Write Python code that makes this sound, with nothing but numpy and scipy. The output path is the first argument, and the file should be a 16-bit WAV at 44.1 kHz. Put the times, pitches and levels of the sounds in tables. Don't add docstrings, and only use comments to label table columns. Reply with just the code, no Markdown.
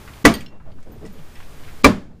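import sys
import numpy as np
from scipy import signal
from scipy.io import wavfile
from scipy.ndimage import uniform_filter1d

SR = 44100
rng = np.random.default_rng(int(sys.argv[2]) if len(sys.argv) > 2 else 0)


def how_loud(loudness_db):
    steps = np.asarray(loudness_db, float) / 20
    return 10 ** steps


def unload_wav(signal):
    wavfile.write(
        sys.argv[1],
        SR,
        np.round(np.clip(np.atleast_2d(signal).T, -1, 1) * 32767).astype(np.int16),
    )


N = 97020

# contact in seconds, level in dB, timber boom in dB, brightness in dB per octave,
# time until the limiter catches it in seconds.
BLOWS = [
    (0.2511, 0.8, 1.9, 0.57, 0.03),
    (1.8436, -0.2, -6, -0.46, 0.037),
]


def at_hz(points, hz):
    return np.interp(np.log(hz), np.log(np.array(points)[:, 0]), np.array(points)[:, 1])


def rms_one(x):
    return x / np.sqrt(np.mean(x ** 2) + 1e-20)


def band(low_hz, high_hz, x):
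    edges_hz = [low_hz, min(high_hz, .45 * SR)]
    return signal.sosfilt(signal.butter(2, edges_hz, "band", fs=SR, output="sos"), x)


def decay(start_s, t60, attack_s=.001):
    t = np.maximum(np.arange(N) / SR - start_s, 0)
    return np.minimum(t / attack_s, 1) * how_loud(-60 * t / t60)


def strike(modes, hits, spread_db):
    out = np.zeros(N)
    luck = rng.standard_normal((len(hits), len(modes)))
    for k, (hz, db, t60) in enumerate(modes):
        clicks = np.full(N, 1e-18)
        for (s, hit_db), z in zip(hits, luck[:, k]):
            clicks[int(s * SR)] += how_loud(db + hit_db + spread_db * z)
        r = how_loud(-60 / (t60 * SR))
        w = 2 * np.pi * hz / SR
        ring = signal.lfilter([0, np.sin(w)], [1, -2 * r * np.cos(w), r * r], clicks)
        out += (-1) ** k * ring
    return out


def hollow_knocks(rows, rise_s=0.0065):
    t = np.arange(N) / SR
    return sum(how_loud(db) * decay(s, t60, rise_s) * np.sin(2 * np.pi * hz * (t - s)) for s, db, hz, t60 in rows)


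def bands():
    edges = 28 * 2 ** np.arange(0, 9.6, .5)
    white = rng.standard_normal((2, N + SR))
    return [(np.sqrt(lo * hi), band(lo, hi, white[k % 2])[SR:])
            for k, (lo, hi) in enumerate(zip(edges, edges[1:]))]


def colour_rms(colour, noise):
    return np.sqrt(np.mean(sum(how_loud(at_hz(colour, hz)) * x for hz, x in noise) ** 2))


def ducking_db():
    t = np.arange(N) / SR
    ahead_s, fall_s, hold_s, recover_s, depth_db = .019, .011, 0.21, 0.53, -23
    dips = []
    for s, *_ in BLOWS:
        fall = np.clip((t - s + ahead_s) / fall_s, 0, 1)
        recovery = np.exp(-(np.maximum(t - s - hold_s, 0) / recover_s) ** 1.32)
        dips.append(fall * depth_db * recovery)
    return uniform_filter1d(np.min(dips, axis=0), size=64)


def air():
    # frequency in Hz, density in dB per Hz.
    air_colour = [(30, -1), (80, 1.5), (200, -6), (600, -13.5), (1400, -16), (5000, -25.5), (15000, -31)]
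    # time in seconds, level in dB.
    gusts = [(0, -45.5), (.22, -47), (0.4, -47.5), (.56, -49.5), (.7, -44.5), (0.808, -44), (.845, -59),
             (.88, -45.5), (.99, -42.5), (1.06, -48.5), (1.3, -49), (1.5, -50.5), (1.58, -47.5),
             (1.76, -46), (1.95, -53), (2.2, -42)]
    duck, noise = ducking_db(), bands()
    s, db = np.transpose(gusts)
    gust = np.interp(np.arange(N) / SR, s, db - db.mean())
    gust_reach = [(200, 0.94), (500, 0.0068)]  # Hz, share of the gust
    duck_share = [(150, 0.22), (1200, 1.0), (5000, 1.02), (13000, 1.25)]  # Hz, share of the ducking
    out = np.zeros(N)
    for hz, x in noise:
        level_db = -42.5 + at_hz(air_colour, hz)
        out += how_loud(level_db + at_hz(duck_share, hz) * duck + at_hz(gust_reach, hz) * gust) * x
    return out / colour_rms(air_colour, noise)


def wind():
    # time in seconds, level in dB.
    pressure = [(0.0, -38), (0.541, -38), (0.76, -33), (1.03, -29), (1.21, -33), (1.371, -25),
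                (1.82, -34.5), (2.08, -43), (2.2, -39.5)]
    s, db = np.transpose(pressure)
    swing_hz = 4.0
    slow = band(swing_hz / 2, swing_hz * 2, rng.standard_normal(N + SR))[SR:]
    buffet = band(6.8, 45, rng.standard_normal(N))
    return how_loud(np.interp(np.arange(N) / SR, s, db)) * (rms_one(slow) + how_loud(-21.5) * rms_one(buffet))


def boots():
    # start in seconds, level in dB, centre in Hz, t60 in seconds.
    ticks = [(.076, -37.5, 1810, 0.096), (0.135, -41.5, 2790, 0.053), (0.404, -45.5, 6200, 0.11),
             (0.523, -46, 1170, 0.033), (0.599, -50.5, 1230, 0.18), (.676, -77, 1880, 0.06),
             (.745, -71.5, 10900, .03), (0.783, -46.5, 1090, 0.082), (.802, -61, 7500, 0.044),
             (0.827, -56, 6200, 0.065), (1.054, -50, 2280, 0.192), (1.06, -47, 5900, 0.075),
             (1.075, -43, 3600, 0.024), (1.183, -52, 2900, 0.13), (1.356, -48.5, 2580, 0.32),
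             (1.401, -43, 1790, 0.095), (1.425, -52, 2230, 0.09), (1.612, -49, 1200, .06),
             (1.634, -50, 2980, 0.36), (1.677, -44, 1900, 0.19)]
    # start in seconds, level in dB,
    # centre in Hz, t60 in seconds.
    wake_ticks = [
        (.339, -35, 4000, 0.2),
        (.34, -40, 10000, 0.072),
        (0.406, -41.5, 2700, 0.12),
        (.461, -42, 3330, 0.028),
        (.716, -53.5, 2980, 0.053),
        (.803, -66, 12900, .03),
        (0.827, -52.5, 2000, .04),
    ]
    # start in seconds, length in seconds, level in dB, top in Hz, hollow ring in Hz.
    shuffles = [
        (0.502, 0.1, -48, 680, 455),
        (0.641, 0.11, -49, 790, 600),
        (0.736, 0.065, -46, 320, 152),
        (0.849, 0.15, -44.5, 496, 402),
        (0.932, 0.077, -54, 250, 145),
        (1.007, 0.079, -40, 523, 414),
        (1.044, 0.17, -47.5, 303, 186),
        (1.122, 0.13, -58.5, 515, 390),
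        (1.186, 0.047, -60, 250, 142),
        (2.085, 0.1, -55, 707, 499.6),
    ]
    t, white = np.arange(N) / SR, rng.standard_normal(N)
    out = np.zeros(N)
    for s, db, hz, t60 in ticks + wake_ticks:
        out += how_loud(db) * decay(s, t60, 0.0016) * rms_one(band(hz / 1.65, hz * 1.254, white))
    edge_s = 0.023
    for s, length, db, hz, ring_hz in shuffles:
        shape = np.clip(np.minimum(t - s, (s + length - t) / 2) / edge_s, 0, 1)
        scrape = band(117, hz, white) + 0.07 * band(hz, 1.1 * hz, white)
        hollow = band(0.88 * ring_hz, 1.03 * ring_hz, white)
        out += how_loud(db) * shape * rms_one(scrape)
        out += how_loud(db - 13) * shape * rms_one(hollow)
    return out


def ground_thud():
    t = np.arange(N) / SR
    grit = band(930, 4500, rng.standard_normal(N))
    lead_s, thud_db, thud_hz, grit_db = 0.009, -4.5, 230, -19
    out = np.zeros(N)
    for s, _, boom_db, *_ in BLOWS:
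        swell = np.clip((t - s) / lead_s + 1, 0, 1) * (t < s + .002)
        out += swell ** 2 * how_loud(thud_db + boom_db) * np.cos(2 * np.pi * thud_hz * (t - s + 0.001))
        out += swell * how_loud(grit_db) * grit
    return out


def body_and_echo():
    # frequency in Hz, density in dB per Hz.
    blow_colour = [(40, -7.5), (110, -18.5), (200, -14), (320, -13), (750, -22), (1300, -22.5),
                   (6160, -38.5), (15500, -57.5)]
    # frequency in Hz, t60 in seconds.
    blow_t60 = [(40, 0.13), (150, 0.35), (300, 0.18), (1000, 0.16), (4000, 0.16), (14000, 0.16)]
    t, noise, out = np.arange(N) / SR, bands(), np.zeros(N)
    body_db, hold_s, rise_cycles = -7.5, 0.0041, 0.47
    echo_db, echo_stretch = -14.5, 2.65
    for s, db, _, tilt_db, _ in BLOWS:
        late = np.maximum(t - s - hold_s, 0)
        for hz, x in noise:
            t60 = at_hz(blow_t60, hz)
            rise = np.clip((t - s) * hz / rise_cycles, 0, 1)
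            fall = how_loud(-60 * late / t60) + how_loud(echo_db - 60 * late / (echo_stretch * t60))
            level_db = body_db + db + at_hz(blow_colour, hz) + tilt_db * np.log2(hz / 1000)
            out += how_loud(level_db) * rise * fall * x
    return out / colour_rms(blow_colour, noise)


def crack():
    burst = band(1500, 8770, rng.standard_normal(N))
    return sum(how_loud(db - 4) * decay(s, 0.049, 0.002) * burst for s, db, *_ in BLOWS)


def steel_head():
    # frequency in Hz, level in dB, t60 in seconds.
    head_modes = [
        [(480, -2, 0.044), (1148, 1.5, 0.046), (1526, -0.5, 0.041), (1962, -1, .06), (2277, -2.5, .06),
         (2563, -5, .05)],
        [(1010, 1, .05), (1190, 0, 0.04), (1535, 0, .035), (1734, -10, .07), (1977, -9, .07), (2348, -5, 0.054)],
    ]
    return sum(strike(modes, [(s + .001, db - 8)], spread_db=4.5)
               for (s, db, *_), modes in zip(BLOWS, head_modes))


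def timber():
    # frequency in Hz, level in dB, t60 in seconds.
    timber_modes = [
        [(64, -15, 0.19), (117, -20.5, .13), (225.3, -10, 0.24), (295.7, 3.5, 0.046), (254, -9.5, 0.1),
         (377, -9.5, 0.057), (472, -14.5, 0.075), (681, -11.5, 0.14), (799, -13.5, 0.083), (978, -20, .09),
         (1112, -20, 0.16), (1225, -15, 0.15), (1720, -23, 0.08), (2215, -19.5, 0.1)],
        [(107.5, -11.5, 0.22), (200, -13.5, 0.3), (282, 5.5, 0.055), (235, -9.5, 0.26), (356.6, -9.5, 0.2),
         (457, -1.5, 0.09), (517, -5, .09), (610, -3.5, 0.12), (805, -23.5, .1), (990, -10.5, 0.11),
         (1090, -7, 0.13), (1340, -16, 0.072), (1713, -20.5, 0.08), (2000, -21.5, 0.08)],
    ]
    # time after the blow in seconds, level in dB.
    jolt_sets = [
        [(.003, -6.5), (.0098, -1.5), (.0166, 1.5), (.03, -13), (.052, -13)],
        [(.003, -3.5), (.0101, 1), (.0172, -1), (.038, -7.5), (.06, -13.5)],
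    ]
    out = np.zeros(N)
    for (s, _, boom_db, *_), modes, jolts in zip(BLOWS, timber_modes, jolt_sets):
        hits = [(s + lag, -5.5 + boom_db + jolt_db) for lag, jolt_db in jolts]
        out += strike(modes, hits, spread_db=2.0)
    return out


def blows():
    t = np.arange(N) / SR
    catch_s, overshoot_db = 0.017, 4.5
    loose = sum(np.clip((s + hold - t) / catch_s, 0, 1) * (t > s) for s, *_, hold in BLOWS)
    whole = ground_thud() + body_and_echo() + crack() + steel_head() + timber()
    return whole * how_loud(overshoot_db * loose)


def clinks():
    # frequency in Hz, level in dB, t60 in seconds.
    handle = [(7520, -71, 1.5)]
    pawl = [(1935, -7, .22), (3180, -2, .04), (4608, 5, .04), (4640, -3, .12), (6460, -10, .07),
            (8742, 2, .035), (8660, -11, .11), (12080, -23, .26), (12180, -5, .06), (12600, -9, .04),
            (13870, -14, .07)]
    latch = [(2270, -2, 0.11), (2520, -1, 0.05)]
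    pin = [(2299, -9, .09), (2740, -16, .5), (2810, -3, .04), (3079, -11, .08), (3440, -6, .05),
           (4161, -12, .1), (5405, -8, .07)]
    link = [(2130, -7, 0.05), (3076, -5, 0.15), (4590, -2, 0.09)]
    washer = [(6300, -10, .04), (13940, 0, .08), (14300, -8, .05)]
    bolt = [(1960, -2, .12), (2350, -3, .08), (5300, -3, .03), (8620, -6, .04)]
    # time in seconds, peak in dB.
    pawl_hits = [
        (0.3396, -28.5),
        (0.4075, -49),
    ]
    latch_hits = [
        (.408, -44),
    ]
    pin_hits = [
        (.462, -40),
    ]
    link_hits = [
        (.7149, -59),
    ]
    washer_hits = [
        (.9195, -51),
        (1.125, -57),
    ]
    bolt_hits = [
        (1.0516, -47.5),
        (1.354, -50),
    ]
    parts = [(handle, [(s, db) for s, db, *_ in BLOWS]), (pawl, pawl_hits), (latch, latch_hits),
             (pin, pin_hits), (link, link_hits), (washer, washer_hits), (bolt, bolt_hits)]
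    rings = sum(strike(modes, hits, 0) for modes, hits in parts)
    scatter = (rng.standard_normal(N) * decay(0, .07))[:SR // 8]
    scattered = signal.fftconvolve(rings, scatter / np.linalg.norm(scatter))[:N]
    flutter = how_loud(3.0 * rms_one(band(7.7, 90, rng.standard_normal(N))))
    return flutter * (rings + how_loud(-3) * scattered)


def boards():
    # start in seconds, peak in dB, frequency in Hz, t60 in seconds.
    board_rows = [
        (.277, -7, 233, 0.12),
        (.318, -22, 370, .12),
        (.303, -25, 1160, 0.13),
        (.3, -26, 680, 0.11),
        (.352, -25, 265, .14),
        (1.845, -8, 520, 0.078),
        (1.858, -12.5, 1050, 0.12),
        (1.866, -14, 615, 0.09),
        (1.878, -12, 235, 0.2),
        (1.897, -17.5, 196, 0.28),
    ]
    return hollow_knocks(board_rows)


def knocks():
    # start in seconds, peak in dB, frequency in Hz, t60 in seconds.
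    knock_rows = [(.878, -44, 200, 0.095), (.9, -42, 444, .1), (.915, -36, 288, 0.098),
                  (.925, -41, 163, 0.087), (.95, -42, 159.5, 0.075), (1.025, -34, 150, .07),
                  (1.039, -31, 441, .12), (1.04, -31.5, 299, 0.092), (1.058, -33.5, 197, 0.2),
                  (1.13, -46, 545, 0.14), (1.155, -40, 434, 0.14), (1.19, -54, 1205, .1),
                  (1.192, -33, 156, 0.12), (.345, -35, 183, 0.089), (.67, -40, 633, 0.11),
                  (.52, -44, 191, 0.073)]
    return hollow_knocks(knock_rows)


def scene():
    return (air() + wind() + boots() + blows() + clinks() + boards() + knocks())[None]


def low_pass(x):
    return signal.sosfilt(signal.butter(12, 16190, fs=SR, output="sos"), x)


def record(dry):
    ceiling, hardness = .95, 3.0
    flat = dry / (1 + np.abs(dry / ceiling) ** hardness) ** (1 / hardness)
    top_cut = signal.cheby2(28, 42, 15480, fs=SR, output="sos")
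    return low_pass(signal.sosfilt(top_cut, flat))


dry = scene()
out = record(dry)
unload_wav(out)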